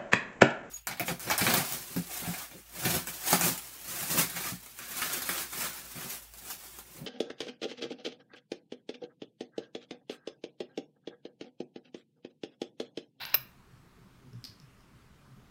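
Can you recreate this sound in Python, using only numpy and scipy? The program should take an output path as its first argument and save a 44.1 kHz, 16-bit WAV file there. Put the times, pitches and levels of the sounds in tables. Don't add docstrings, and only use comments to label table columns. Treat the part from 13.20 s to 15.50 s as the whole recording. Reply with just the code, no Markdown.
import sys
import numpy as np
from scipy import signal
from scipy.io import wavfile
from scipy.ndimage import uniform_filter1d

SR = 44100
rng = np.random.default_rng(int(sys.argv[2]) if len(sys.argv) > 2 else 0)


def digitize_waveform(pressure):
    field = np.atleast_2d(pressure).T
    bounded = np.clip(field, -1, 1)
    quanta = np.round(bounded * 32767).astype(np.int16)
    wavfile.write(sys.argv[1], SR, quanta)


def boost_factor(decibels):
    exponent = np.asarray(decibels, float) / 20
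    return 10 ** exponent


N = 101429

# t/s, level/dB
SCRAPE_PRESSURE = [
    (0, -47.5),
    (.008, -42),
    (.025, -42.5),
    (0.038, -40),
    (.048, -49.5),
    (.07, -45),
    (.1, -49),
    (.13, -49.5),
    (.142, -42),
]
# f/Hz, width/Hz, level/dB
WALL_MODES = [(904, 32, -2), (1270, 46, -5.5), (1516, 47.3, 0), (2260, 60, -1.5), (2740, 49, -0.5),
              (3930, 120, -0.5), (5000, 170, -7), (5770, 350, -18)]
# f/Hz, level/dB, t60/s
SHELL_MODES = [(12425, -13.5, .05), (12537, -4, .12), (12685, -14, .05), (15370, 0, .04), (15270, -14, .08),
               (15680, -25, .05)]
# f/Hz, density/dB per Hz
HUSH_SPECTRUM = [(18, -29), (30, 0.5), (75, -7.5), (187, -2.5), (277, -9.5), (390, -12), (520, -17.5),
                 (1480, -18.5), (15600, -38)]
# f/Hz, width/Hz, level/dB
STANDING_WAVES = [(45, 12, -75), (67.05, 12, -73.5), (125, 25, -66), (170, 30, -70), (240, 40, -74),
                  (370, 60, -77.5), (1099, 600, -72.5)]
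# t/s, level/dB, f/Hz, length/s
TABLE_THUDS = [(0.006, -49.5, 133, 0.042), (.2, -46.5, 131.4, 0.085), (.545, -44.5, 125, 0.029),
               (.785, -55.5, 429.4, .02), (.82, -47.5, 120, 0.047), (.865, -47, 190, 0.034),
               (1.07, -52, 250, .06), (1.095, -44, 130, .06), (1.135, -49.5, 413, 0.017),
               (1.152, -41, 175, 0.032), (1.165, -33, 120, 0.057), (1.25, -49, 260.6, 0.028),
               (1.298, -44, 112.5, 0.039), (1.437, -41.5, 137.4, 0.03), (1.962, -47, 130, 0.044),
               (2.14, -45.5, 134, 0.14), (2.18, -43.5, 209, 0.023)]
# t/s, frame level/dB, knock colour f/Hz, shell level/dB, upper over lower ring/dB
SHELL_KNOCKS = [(0.0159, -37, 2600, -62, 0.5), (.030, -52.5, 3900, -53, 8),
                (.045, -52.5, 11000, -66.5, -0.5), (0.0526, -27, 4200, -49.5, 5),
                (.0578, -52, 4000, -38.5, -14.5), (.0682, -48.5, 4000, -62.5, -0.5),
                (0.0905, -44, 2800, -62.5, -1), (.099, -40.5, 4000, -65.5, -0.5),
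                (0.141, -29.5, 2500, -66.5, -0.5), (0.1426, -17, 2600, -49.5, 0),
                (0.1438, -20.5, 4800, -12.5, 1.5), (.1455, -26.5, 1800, -59.5, -0.5),
                (.1475, -27, 1200, -59.5, -0.5), (.150, -23, 3000, -58.5, -0.5),
                (.153, -31.5, 3500, -61, 0.5), (.156, -33, 1600, -60.5, -0.5),
                (.171, -42, 2300, -60.5, -0.5)]
# f/Hz, level/dB, t60/s
FRAME_MODES = [(400, -2.5, 0.02), (680, -4, 0.021), (1280, -10, .015), (1583, -6.5, 0.021), (1900, -5, .01),
               (2330, -5, 0.013), (2780, 0, .008), (3400, -5.5, .007), (3870, -1.5, .008),
               (5030, -0.5, 0.011), (5350, -8.5, .006), (8910, -5.5, .004), (10300, -3, .004),
               (11600, -10, .004)]
# t/s, level/dB, pitch factor
SHELL_TICKS = [(1.1324, -51.5, 1.01), (1.2416, -30, 0.95), (1.2467, -41, 0.89), (1.2507, -31, .99),
               (1.2543, -35, 0.84), (1.255, -47, 0.92), (1.2584, -44, 0.98), (1.2665, -61, 0.76),
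               (1.276, -51, 0.85), (1.2987, -47, 1.09), (1.3945, -60, 0.83), (1.4003, -45, 1.05),
               (1.607, -57, 0.99)]
# f/Hz, level/dB, t60/s
TICK_MODES = [(2600, -15.5, 0.0071), (3600, -10.5, .004), (4400, -5.5, 0.0067), (5040, 3, 0.008),
              (5270, -12.5, 0.012), (8900, -6.5, 0.0032), (10600, -38, .003), (13000, -8, 0.0038),
              (15000, -16, 0.0037)]
# f/Hz, t60/s
ROOM_DECAY = [(300, 0.11), (1200, 0.46), (2500, 0.38), (5000, 0.28), (8000, 0.23), (13000, 0.27)]

SLIPS_PER_S, SCRAPE_RING_DB, SCRAPE_GAIN = 2480, -15, 3.9
HUSH_DB, PATCH_DB = -61, 1.5
THUD_DB, THUD_EDGE_DB, THUD_OVERTONE_DB = -7, -26, -18.5
COLOUR_DB_PER_OCT2, FRAME_DETUNE, FRAME_LOW_CUT_HZ = -3.5, .04, 490
RING_RISE_S, RING_FREE_S, STOP_DB, STOP_S = .0006, .0095, -13, .003
TICK_DB, TICK_DETUNE = -2, .023
ROOM_GAP_S, ROOM_RISE_S, EARLY_DB, EARLY_S = .003, .015, -3.5, .008
NEAR_WET_DB, FAR_WET_DB, RING_WET_DB = -14, -4.5, -19
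EDGE_HZ = 15950


def evened(x):
    return x / np.sqrt(np.mean(x ** 2) + 1e-20)


def read(points, hz):
    f, value = np.transpose(points)
    return np.interp(np.log(hz + 1), np.log(f + 1), value)


def add(mix, start_s, sound):
    part = mix[max(round(start_s * SR), 0):][:len(sound)]
    part += sound[:len(part)]


def modes(table, pitch=1, lift_db=0, detune=0, rise_s=.0001):
    t = np.arange(SR // 4)[:, None] / SR
    shift = 1 + detune * rng.standard_normal(len(table))
    hz, db, t60_s = np.transpose(table)
    decay = boost_factor(db + lift_db - 60 * t / t60_s)
    ring = decay * np.sin(2 * np.pi * hz * pitch * shift * t)
    return ring.sum(axis=1) * (1 - np.exp(-t[:, 0] / rise_s))


def resonate(x, hz, width_hz):
    carrier = np.exp(2j * np.pi * hz * np.arange(len(x)) / SR)
    r = np.exp(-np.pi * width_hz / SR)
    return 2 * (carrier * signal.lfilter([1 - r], [1, -r], x / carrier)).real


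def scrape():
    n = round(SCRAPE_PRESSURE[-1][0] * SR)
    slips = (rng.random(n) < SLIPS_PER_S / SR) * rng.choice([-1., 1.], n)
    pressure = boost_factor(np.interp(np.arange(n) / SR, *np.transpose(SCRAPE_PRESSURE)))
    force = np.zeros(SR // 2)
    force[:n] = evened(slips) * pressure
    wall = np.zeros(len(force))
    for k, (hz, width_hz, db) in enumerate(WALL_MODES):
        wall += (-1) ** k * boost_factor(db) * resonate(force, hz, 150 + 3 * width_hz)
    ring = sum(resonate(force, hz, 150.35) for hz, _, _ in SHELL_MODES)
    out = np.zeros(N)
    add(out, 0, SCRAPE_GAIN * (wall + boost_factor(SCRAPE_RING_DB) * ring))
    return out


def hush():
    frames, hz = N // 256 + 5, np.fft.rfftfreq(1024, 1 / SR)
    real, imag, patches = rng.standard_normal((frames, 513, 3)).T
    patches = uniform_filter1d(patches, size=10, axis=0)
    patches = evened(uniform_filter1d(patches, size=12, axis=1))
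    level_db = read(HUSH_SPECTRUM, hz)[:, None] + PATCH_DB * patches
    noise = signal.istft((real + 1j * imag) * boost_factor(level_db), nperseg=1024, noverlap=768)[1][:N]
    air, booms = rng.standard_normal(N), np.zeros(N)
    for f, width_hz, db in STANDING_WAVES:
        booms += boost_factor(db) * evened(resonate(resonate(air, f, width_hz), f, width_hz))
    return boost_factor(HUSH_DB) * evened(noise) + booms


def thuds():
    out = np.zeros(N)
    for s, db, hz, length_s in TABLE_THUDS:
        t = np.arange(-length_s, length_s, 1 / SR)
        phase = 2 * np.pi * (hz * t + rng.random())
        swing = np.sin(phase) + boost_factor(THUD_OVERTONE_DB) * np.sin(2 * phase)
        add(out, s - length_s, boost_factor(db + THUD_DB + THUD_EDGE_DB * (t / length_s) ** 2) * swing)
    return out


def knocks():
    frame, shell, t = np.zeros(N), np.zeros(N), np.arange(SR // 4) / SR
    stop = boost_factor(STOP_DB * np.clip((t - RING_FREE_S) / STOP_S, 0, 1))
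    frame_hz, shell_hz = np.array(FRAME_MODES)[:, 0], np.array(SHELL_MODES)[:, 0]
    upper = shell_hz > np.mean(shell_hz)
    for s, knock_db, colour_hz, ring_db, upper_db in SHELL_KNOCKS:
        colour_db = COLOUR_DB_PER_OCT2 * np.log2(frame_hz / colour_hz) ** 2
        knock = modes(FRAME_MODES, lift_db=colour_db, detune=FRAME_DETUNE)
        ring = modes(SHELL_MODES, lift_db=upper_db * upper, rise_s=RING_RISE_S)
        add(frame, s, boost_factor(knock_db) * knock)
        add(shell, s, boost_factor(ring_db) * stop * ring)
    low_cut = signal.butter(2, FRAME_LOW_CUT_HZ, "high", fs=SR, output="sos")
    return signal.sosfilt(low_cut, frame), shell


def ticks():
    out = np.zeros(N)
    for s, db, pitch in SHELL_TICKS:
        add(out, s, boost_factor(db + TICK_DB) * modes(TICK_MODES, pitch, detune=TICK_DETUNE))
    return out


def room(x):
    taps = np.zeros(SR // 2)
    at = np.arange(0, SR // 2 - 20, 20)
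    taps[at + rng.integers(0, 20, len(at))] = rng.choice([-1., 1.], len(at))
    s = np.arange(len(taps)) / SR
    build_up = np.clip((s - ROOM_GAP_S) / ROOM_RISE_S, 0, 1)
    taps *= build_up + boost_factor(EARLY_DB - 20 * s / EARLY_S)
    hz, t, z = signal.stft(taps, SR, nperseg=256)
    decay = boost_factor(-60 * t / read(ROOM_DECAY, hz)[:, None])
    tail = signal.istft(z * decay, SR, nperseg=256)[1]
    return signal.fftconvolve(x, tail / np.linalg.norm(tail))[:N]


def scene():
    frame, shell = knocks()
    near, far = scrape() + frame, ticks()
    wet = room(boost_factor(NEAR_WET_DB) * near + boost_factor(RING_WET_DB) * shell + boost_factor(FAR_WET_DB) * far)
    return (near + shell + far + wet + thuds() + hush())[None]


def band_limit(x):
    return signal.sosfilt(signal.butter(12, 17080, fs=SR, output="sos"), x)


def record(dry):
    low_pass = signal.firwin(191, EDGE_HZ, fs=SR)[None]
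    mix = signal.oaconvolve(dry, low_pass, "same")
    return band_limit(mix)


dry = scene()
out = record(dry)
digitize_waveform(out)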